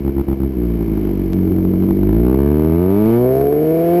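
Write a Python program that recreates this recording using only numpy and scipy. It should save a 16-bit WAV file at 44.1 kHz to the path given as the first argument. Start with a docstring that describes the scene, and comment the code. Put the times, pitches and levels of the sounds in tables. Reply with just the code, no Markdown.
"""A motorcycle, close up from a microphone on its own frame: it stumbles at low revs, lugs, then pulls
hard up through the revs. Firing pulses ring the exhaust and the valve gear rattles once a cycle.
Wind and road rush underneath. The overloaded recorder flattens the peaks, clicks once as its level
steps up, and mirrors the sound faintly around a high whistle frequency."""
import sys
import numpy as np
from scipy import signal
from scipy.fft import rfft, irfft
from scipy.io import wavfile
from scipy.ndimage import uniform_filter1d

SR = 44100
rng = np.random.default_rng(int(sys.argv[2]) if len(sys.argv) > 2 else 0)


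def inscribe(sig):
    """Save sig as 16-bit PCM at rate SR to the path in sys.argv[1].

    A 1-D sig is mono; a 2-D sig holds one channel per row.
    Samples are clipped to [-1, 1] before scaling.
    """
    pcm = np.round(np.clip(np.atleast_2d(sig).T, -1, 1) * 32767)
    wavfile.write(sys.argv[1], SR, pcm.astype(np.int16))


N = 176400
T = np.arange(N) / SR

# engine speed: time_s, firing_rate_hz
FIRING_RATE = [(0, 68.8), (.3, 67.4), (.48, 67.4), (.61, 60), (.89, 54.5), (1.12, 48.2), (1.46, 45.6),
               (1.79, 46.2), (2.05, 49.8), (2.28, 62.9), (2.5, 73.2), (2.74, 82), (2.99, 104.3),
               (3.14, 116.9), (3.37, 134.7), (3.74, 162.8), (4, 176.7)]
# exhaust at the microphone, misfires aside: time_s, level_db
EXHAUST_LEVEL = [(0, -14.5), (.3, -14.2), (.45, -15), (.65, -16), (1.32, -17.2), (1.35, -14), (1.75, -13.8),
                 (1.91, -12.8), (1.97, -14), (2.05, -12), (2.17, -10.7), (2.4, -11.9), (2.85, -12),
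                 (3.12, -10.3), (3.35, -13), (3.85, -13.3), (3.95, -11.3)]
# spells of weak firing: start_s, length_s, gain_db
MISFIRE_SPELLS = [(-.02, .066, -7), (.104, .058, -7.5), (.222, .058, -11), (.34, .06, -7.5),
                  (.49, .078, -6.5)]
# uneven firing: time_s, scatter_db, strong_weak_ratio, second_pulse_ratio
UNEVENNESS = [(0, 1.2, .03, .05), (.55, 1.8, .05, .1), (.9, 2.0, .08, .25), (1.28, 1.2, .04, .1),
              (1.38, 1.5, .04, .72), (1.85, 1.5, .04, .62), (2.1, 1.1, .04, .28), (2.5, .7, .03, .1),
              (3.15, .5, .06, .02), (3.45, 1.0, .24, .02), (3.7, 1.0, .13, .02), (4, .6, .05, .02)]
# exhaust pipe trailing at low revs, pulling, and wide open: frequency_hz, gain_db
PIPE_TRAILING = [(22, -17), (42, -3), (58, 8), (72, -1), (92, -2), (125, -7), (183, 4), (205, -1),
                 (240, -3), (285, -3), (328, 3), (390, -7), (470, -22), (540, -30), (650, -24), (780, -38),
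                 (1200, -47), (3000, -68)]
PIPE_PULLING = [(22, -30), (44, -8), (61, 7), (85, -1), (110, -5), (160, -1), (210, 2), (260, -3), (330, 2),
                (410, 0), (470, -6), (535, -27), (630, -12), (760, -27), (1000, -29), (1500, -42),
                (3000, -66)]
PIPE_WIDE_OPEN = [(22, -42), (45, -18), (70, -3), (125, -8), (175, -4), (270, -8), (350, 2), (440, 4),
                  (505, -2), (560, -18), (660, -5), (710, -7), (800, -29), (1000, -32), (1500, -36),
                  (3000, -56)]
# tone of the valve gear and gas rasp: frequency_hz, gain_db
VALVE_SPECTRUM = [(300, -15), (650, 2), (1000, 0), (1350, -9), (1750, -8), (1950, -11), (2100, -7),
                  (2230, -4), (2400, -10), (2700, -15), (3050, -10), (3400, -21), (5000, -23), (6000, -27)]
# valve gear at the microphone: time_s, level_db
VALVE_LEVEL = [(0, -47), (.45, -48.5), (.65, -46), (1.05, -43.5), (1.6, -46), (2.1, -45), (2.6, -43.5),
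               (2.9, -44), (3.13, -38), (3.22, -42.5), (3.55, -44), (3.9, -38)]
# tone of the wind and road: frequency_hz, gain_db
WIND_ROAD_SPECTRUM = [(20, -24), (60, -11), (120, -8), (200, -2), (350, 3), (460, -1), (550, -17),
                      (660, -10), (800, -25), (2000, -47)]
# wind and road at the microphone: time_s, level_db
WIND_ROAD_LEVEL = [(0, -32), (.5, -31), (1, -27), (1.9, -26), (2.5, -33), (3.1, -37), (3.5, -27), (4, -32)]

THROTTLE_OPENS_S, LEVEL_STEP_S = 2.0, 1.333
PULLING_FADE_HZ, WIDE_OPEN_FADE_HZ = (56, 72), (117, 134)  # firing rates over which each tone comes in
WAVER_EDGES_HZ = (130, 260, 400, 580)
CEILING_DB = (-8.9, -5.9)  # before and after the recorder's level step


def exhaust(cycles):
    """Firing pulses ring the pipe, which brightens with the revs; misfires dip the level."""
    pulses = firing_pulses(cycles)
    rate_hz = curve(FIRING_RATE)
    pulling = np.interp(rate_hz, PULLING_FADE_HZ, (0, 1)) * (T > THROTTLE_OPENS_S)
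    wide_open = np.interp(rate_hz, WIDE_OPEN_FADE_HZ, (0, 1))
    pipe = ring_pipe(pulses * (1 - pulling), PIPE_TRAILING)
    pipe += ring_pipe(pulses * (pulling - wide_open), PIPE_PULLING)
    pipe += ring_pipe(pulses * wide_open, PIPE_WIDE_OPEN)
    misfire_db = sum(db * ((T >= start) & (T < start + length)) for start, length, db in MISFIRE_SPELLS)
    level_db = curve(EXHAUST_LEVEL) + uniform_filter1d(misfire_db, size=250)
    return steady(waver(pipe)) * amp(level_db)


def firing_pulses(cycles, second_lag_cycles=.54, jitter_s_per_db=.00011):
    """One uneven firing a cycle, and a second pulse that grows while the engine lugs."""
    count = np.arange(1, int(cycles[-1]) + 1)
    first_s = np.interp(count, cycles, T)
    second_s = np.interp(count + second_lag_cycles, cycles, T)
    scatter_db, alternation, second_size = (curve(UNEVENNESS, col, first_s) for col in (1, 2, 3))
    first_slip, first_db, second_slip, second_db = scatter_db * rng.standard_normal((len(count), 4)).T
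    strong_weak = 1 + alternation * (-1.) ** count
    first = clicks(first_s + jitter_s_per_db * first_slip, strong_weak * amp(first_db))
    second = clicks(second_s + jitter_s_per_db * second_slip, second_size * amp(second_db))
    return first + second


def ring_pipe(pulses, response, bass_lag_s=.007, bass_hz=200):
    """Each resonance of the pipe rings on after a pulse, and the bass arrives late."""
    cepstrum = irfft(np.log(gains(response)))
    cepstrum[1:N] *= 2  # minimum phase: no ringing ahead of the pulse
    cepstrum[N + 1:] = 0
    hz = np.fft.rfftfreq(2 * N, 1 / SR)
    phase_lag = 2 * np.pi * bass_lag_s * bass_hz * np.tanh(hz / bass_hz)
    return irfft(rfft(pulses, 2 * N) * np.exp(rfft(cepstrum) - 1j * phase_lag))[:N]


def waver(pipe, depth_db=1.6, rate_hz=9):
    """Each band of the exhaust swells and fades by itself."""
    hold, wavering = int(SR / rate_hz), 0
    lows = [signal.sosfiltfilt(signal.butter(4, hz, fs=SR, output="sos"), pipe) for hz in WAVER_EDGES_HZ]
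    for band in np.diff([0 * pipe] + lows + [pipe], axis=0):
        steps = np.repeat(rng.standard_normal(N // hold + 1), hold)
        wavering += band * amp(depth_db * uniform_filter1d(steps, hold)[:N])
    return wavering


def valve_gear(cycles, decay_cycles=.25, floor=.7, clatter_gain=.7):
    """Metallic rasp that swells at each firing; part of the clatter repeats from cycle to cycle."""
    phase = cycles % 1
    since_firing_s = phase / curve(FIRING_RATE)
    clatter = colour(rng.standard_normal(N)[(since_firing_s * SR).astype(int)], VALVE_SPECTRUM)
    rasp = noise(VALVE_SPECTRUM) + clatter_gain * clatter / clatter.std()
    swell = floor + np.exp(-phase / decay_cycles)
    return rasp / rasp.std() * swell / swell.mean() * amp(curve(VALVE_LEVEL))


def wind_and_road():
    """Low rush of air and tyres under the engine."""
    return noise(WIND_ROAD_SPECTRUM) * amp(curve(WIND_ROAD_LEVEL))


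def recorder_click(peak_db=-14, decay_s=.0002):
    """A faint recorder click as the level steps up 3 dB."""
    return amp(peak_db) * (T >= LEVEL_STEP_S) * np.exp(-np.abs(T - LEVEL_STEP_S) / decay_s)


def amp(db):
    """Decibels to gain."""
    return 10 ** (np.asarray(db) / 20)


def curve(table, col=1, at=T):
    """One column of a table, joined by straight lines in time."""
    rows = np.array(table)
    return np.interp(at, rows[:, 0], rows[:, col])


def gains(spectrum):
    """Rows of frequency_hz, gain_db as a gain for each FFT bin."""
    hz, db = np.array(spectrum).T
    bin_hz = np.fft.rfftfreq(2 * N, 1 / SR)
    return amp(np.interp(np.log(bin_hz + 1e-3), np.log(hz), db))


def colour(x, spectrum):
    """Filter without delay."""
    return irfft(rfft(x, 2 * N) * gains(spectrum))[:N]


def noise(spectrum):
    """Coloured noise of rms 1."""
    x = colour(rng.standard_normal(N), spectrum)
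    return x / x.std()


def steady(x, size=3000):
    """Bring the running rms to 1."""
    power = uniform_filter1d(uniform_filter1d(x * x, size), size)
    return x / np.sqrt(power + 1e-14)


def clicks(times_s, sizes):
    """Impulses, each shared between two neighbouring samples."""
    at = np.clip(times_s * SR, 0, N - 2)
    i = at.astype(int)
    return np.bincount(i, sizes * (1 - at + i), N) + np.bincount(i + 1, sizes * (at - i), N)


def scene(start_cycle=.76, side_db=-55):
    """Everything is centred, with a very faint low noise differing between left and right."""
    cycles = start_cycle + np.cumsum(curve(FIRING_RATE)) / SR
    centre = exhaust(cycles) + valve_gear(cycles) + wind_and_road() + recorder_click()
    side = amp(side_db) * noise(WIND_ROAD_SPECTRUM)
    return np.array([centre + side, centre - side])


def record(dry, band_hz=5900, mirror_hz=12000, mirror_gain=amp(-.5), hiss_db=-72, top_hz=15400):
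    """Peaks clip; a narrow-band, stepped converter mirrors the sound into the top octave, over hiss."""
    ceiling = amp(np.where(T < LEVEL_STEP_S, *CEILING_DB))
    clipped = np.clip(dry, -ceiling, ceiling)
    narrow = signal.sosfilt(signal.butter(8, band_hz, fs=SR, output="sos"), clipped)
    slope = np.gradient(narrow, axis=1) * SR
    mirror = mirror_gain * slope * np.sin(2 * np.pi * mirror_hz * T) / (np.pi * mirror_hz)
    hiss = amp(hiss_db) * rng.standard_normal((2, N))
    top_cut = signal.ellip(8, .2, 70, top_hz, fs=SR, output="sos")
    return signal.sosfilt(top_cut, narrow + mirror + hiss)


dry = scene()
out = record(dry)
inscribe(out)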